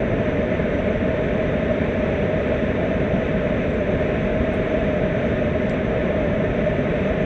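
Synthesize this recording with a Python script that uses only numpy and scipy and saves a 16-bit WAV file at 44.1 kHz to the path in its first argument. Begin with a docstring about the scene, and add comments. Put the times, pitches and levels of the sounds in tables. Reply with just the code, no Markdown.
"""A steady, turbulent roar: a gas flamethrower outdoors, aimed at a ceramic figure on a wooden bench.
Burning gas rumbles with brief swells, the burner tube hums at its resonance, and the jet hisses through
the nozzle with a faint edge whistle. The heated figure gives four faint cracks.
Short echoes off nearby surfaces colour the burner's noise."""
import sys
import numpy as np
from scipy.fft import rfft, irfft, next_fast_len
from scipy.io import wavfile
from scipy.ndimage import uniform_filter1d, map_coordinates

SR = 44100
rng = np.random.default_rng(int(sys.argv[2]) if len(sys.argv) > 2 else 0)


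def bounce(signal):
    """Save signal as a 16-bit WAV file at the path given by the first command-line argument."""
    frames = np.transpose(np.atleast_2d(signal))
    limited = np.clip(frames, -1, 1)
    pcm = np.round(limited * 32767).astype(np.int16)
    wavfile.write(sys.argv[1], SR, pcm)


N = 319725

# combustion noise: (frequency [Hz], density [dB])
FLAME_SPECTRUM = [(20, -18.5), (49, -3.5), (75, 1), (120, -1.5), (185, 0.5), (225, -0.4), (275, -0.5),
                  (342, -5.5), (385, -2.5), (440, -3), (515, -2.1), (542, -5.5), (636, -8.5), (775, -18),
                  (1055, -22.5), (1932, -57.5), (3000, -120)]
# brief random swells of the low rumble, plus one dip: (time [s], gain [dB])
RUMBLE_SWELLS = [(0.132, 9), (0.967, 3.5), (2.205, 4), (2.304, -6), (3.137, 3.5), (3.956, 6), (4.41, 7.5),
                 (5.338, 5), (5.465, 6), (6.293, 7), (6.49, 5)]
# swells and sags of the tube hum: (time [s], gain [dB], half-width [s])
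HUM_SWELLS = [(0.1, -3.5, .03), (0.354, 3, 0.019), (0.43, 2, 0.028), (0.897, 3.5, 0.039),
              (1.106, 2.5, 0.024), (1.37, 3, .03), (1.719, 9.5, 0.018), (1.92, -6, 0.021),
              (2.73, -7.5, 0.028), (2.85, 1.5, 0.028), (3.16, 3, 0.033), (3.28, -6.5, .06),
              (3.462, 5, 0.02), (3.7, -9, 0.018), (3.92, 2.5, .025), (4.53, 2, 0.027), (4.753, 6, 0.023),
              (5.11, -5, .04), (5.3, -6, .035), (5.466, 2, 0.019), (5.544, 7.5, 0.021), (5.82, -3.5, 0.039),
              (6.15, 3.5, 0.028), (6.608, 6, 0.027), (6.674, 6.5, 0.027)]
# jet noise: (frequency [Hz], density [dB])
JET_SPECTRUM = [(100, -120), (300, -28), (906, -9), (1060, -4), (1155, -7.5), (1220, -2), (1294, -2.5),
                (1622, 1), (1915, -0.5), (2130, 0), (2343, -1), (2680, -8.5), (2820, -8.5), (2991, -12.5),
                (3653, -13.5), (4133, -27), (5045, -35.5), (5631, -32), (8117, -45.5), (8867, -47)]
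# nozzle cavities: (frequency [Hz], half-width [Hz], level [dB])
NOZZLE_MODES = [(1795, 63, 1.5), (2002, 30, -0.2), (2500, 25, -7.5), (2570, 28, -3.5), (7540, 170, -35.5)]
# cracks: (time [s], level [dB], snap centre [Hz], snap half-width [Hz], ring centre [Hz], ring gain [dB])
HEAT_CRACKS = [(3.7008, -49, 7800, 1000, 7600, -15), (3.7372, -46, 7100, 550, 7600, -19),
               (4.5354, -44, 8800, 600, 8800, -14), (5.6964, -31, 5000, 2200, 6900, -21)]
# figure's modes: (frequency [Hz], level [dB], T60 [s])
CERAMIC_MODES = [(5700, 0.5, 0.096), (6970, -3.5, .05), (7550, -1, 0.11), (8600, -6, .13), (9130, -4, .14)]
# nozzle edge tones: (frequency [Hz], half-width [Hz], level [dB], flutter [dB])
EDGE_TONES = [(6110, 130, -68, 1.5), (5660, 130, -82, 1.5)]
# nearby surfaces: (delay [s], level [dB])
REFLECTIONS = [(.00388, -30), (.00464, -16), (.00499, -23.5), (.00551, -27.5), (.00655, -28),
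               (.0081, -27.5)]

# valve stays open: constant base levels
RUMBLE_DB, ROAR_DB, HUM_DB, JET_DB = -28.5, -23, -27.5, -34


def flame(split_hz=130, swell_half_s=0.022, swell_in_roar=0.13):
    """Large eddies of burning gas rumble; small ones roar."""
    low_share = lambda hz: 1 / (1 + (hz / split_hz) ** 8)
    rumble = turbulence(lambda hz: colour(FLAME_SPECTRUM, hz) * np.sqrt(low_share(hz)))
    roar = turbulence(lambda hz: colour(FLAME_SPECTRUM, hz) * np.sqrt(1 - low_share(hz)))
    swells = bell_gain([(at_s, db, swell_half_s) for at_s, db in RUMBLE_SWELLS])
    roar *= surge(depth_db=0.14) * swells ** swell_in_roar
    return amp(RUMBLE_DB) * swells * rumble + amp(ROAR_DB) * roar


def burner_tube():
    """The flame drives the tube's air column: a breathy hum whose pitch drifts with the heat."""
    hum = turbulence(lambda hz: resonance(hz, centre_hz=613.5, half_hz=40.2), hold_samples=SR // 7)
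    hum = waver(hum, depth=0.01109, rate_hz=7)
    return amp(HUM_DB) * surge(depth_db=0.95) * bell_gain(HUM_SWELLS) * hum


def gas_jet():
    """Fast gas hisses and rings the nozzle cavities."""
    def spectrum(hz):
        cavity_power = sum((amp(db) * resonance(hz, mode_hz, half_hz)) ** 2
                           for mode_hz, half_hz, db in NOZZLE_MODES)
        return np.sqrt(colour(JET_SPECTRUM, hz) ** 2 + cavity_power)

    return amp(JET_DB) * turbulence(spectrum) * surge(depth_db=0.4)


def heat_cracks(snap_t60_s=0.005, rise_s=0.0003, mode_half_hz=70):
    """Each heat crack snaps and rings the ceramic modes, most strongly near its ring centre."""
    out = np.zeros(N + SR)
    t = np.arange(SR // 6) / SR
    onset = 1 - np.exp(-t / rise_s)

    def band(centre_hz, half_hz):
        return unit(filtered(rng.standard_normal(len(t)), lambda hz: resonance(hz, centre_hz, half_hz)))

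    for at_s, db, snap_hz, snap_half_hz, ring_hz, ring_db in HEAT_CRACKS:
        snap = band(snap_hz, snap_half_hz) * amp(-60 * t / snap_t60_s)
        ring = np.zeros(len(t))
        for mode_hz, mode_db, t60_s in CERAMIC_MODES:
            drive = resonance(mode_hz, ring_hz, half_hz=920)
            ring += drive * amp(mode_db - 60 * t / t60_s) * band(mode_hz, mode_half_hz)
        out[round(at_s * SR):][:len(t)] += amp(db) * onset * (snap + amp(ring_db) * ring)
    return out[:N]


def nozzle_whistle():
    """Faint edge tones, wavering in pitch and level."""
    out = np.zeros(N)
    for centre_hz, half_hz, db, flutter_db in EDGE_TONES:
        whistle = turbulence(lambda hz: resonance(hz, centre_hz, half_hz))
        out += amp(db) * surge(flutter_db, rate_hz=22) * waver(whistle, depth=0.009, rate_hz=18)
    return out


def echo_comb(hz, scatter_hz=3600):
    """Direct path plus short echoes; rough surfaces scatter their treble away."""
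    echoes = sum(amp(db) * np.exp(-2j * np.pi * hz * delay_s) for delay_s, db in REFLECTIONS)
    return 1 + echoes / (1 + (hz / scatter_hz) ** 4)


def turbulence(response, hold_samples=SR // 5):
    """Coloured noise with echoes, held at rms 1 over a sliding window."""
    noise = unit(filtered(rng.standard_normal(N), lambda hz: response(hz) * echo_comb(hz)))
    power = np.abs(uniform_filter1d(noise ** 2, hold_samples))
    return noise / np.sqrt(power + 1e-9)


def wander(rate_hz):
    """Smooth curve through rate_hz Gaussian knots per second."""
    return map_coordinates(rng.standard_normal(1024), [np.arange(N) * rate_hz / SR], mode="wrap")


def surge(depth_db, rate_hz=7):
    """Smooth random gain around 1."""
    return amp(depth_db * wander(rate_hz))


def waver(x, depth, rate_hz):
    """Random pitch drift; depth is a fraction of the pitch."""
    drift = wander(rate_hz)
    position = np.arange(N) + depth * np.cumsum(drift - drift.mean())
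    return map_coordinates(x, [position], order=5, mode="mirror")


def bell_gain(events):
    """Unity gain with a Gaussian rise or dip per event."""
    t = np.arange(N) / SR
    return amp(sum(db * np.exp(-((t - at_s) / half_s) ** 2) for at_s, db, half_s in events))


def colour(points, hz):
    """Gain from (frequency [Hz], level [dB]) points on a log axis."""
    point_hz, db = np.transpose(points)
    return amp(np.interp(np.log(hz + 1), np.log(point_hz + 1), db))


def resonance(hz, centre_hz, half_hz):
    """Peak of gain 1, 6 dB down at half_hz off centre."""
    return 1 / (1 + ((hz - centre_hz) / half_hz) ** 2)


def filtered(x, response):
    """Apply a frequency response by padded FFT."""
    size = next_fast_len(len(x) + SR // 4)
    hz = np.fft.rfftfreq(size, 1 / SR)
    return irfft(rfft(x, size) * response(hz), size)[:len(x)]


def amp(db):
    """dB to gain."""
    return 10 ** (np.asarray(db) / 20)


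def unit(x):
    """Scale to rms 1."""
    return x / np.sqrt(np.mean(x ** 2) + 1e-20)


def scene(skew=0.02):
    """Mono mix beside the bench."""
    burning = flame() + burner_tube()
    # combustion pressure swings further down than up
    burning = burning * (1 - skew * unit(burning)) + skew * burning.std()
    return (burning + gas_jet() + heat_cracks() + nozzle_whistle())[None]


def record(dry, fade_s=0.004, low_hz=14, top_hz=9500):
    """Fade-in and band limit."""
    fade = np.minimum(np.arange(N) / (fade_s * SR), 1)
    passband = lambda hz: hz ** 4 / (hz ** 4 + low_hz ** 4) * (hz < top_hz)
    return filtered(dry[0] * fade, passband)[None]


dry = scene()
out = record(dry)
bounce(out)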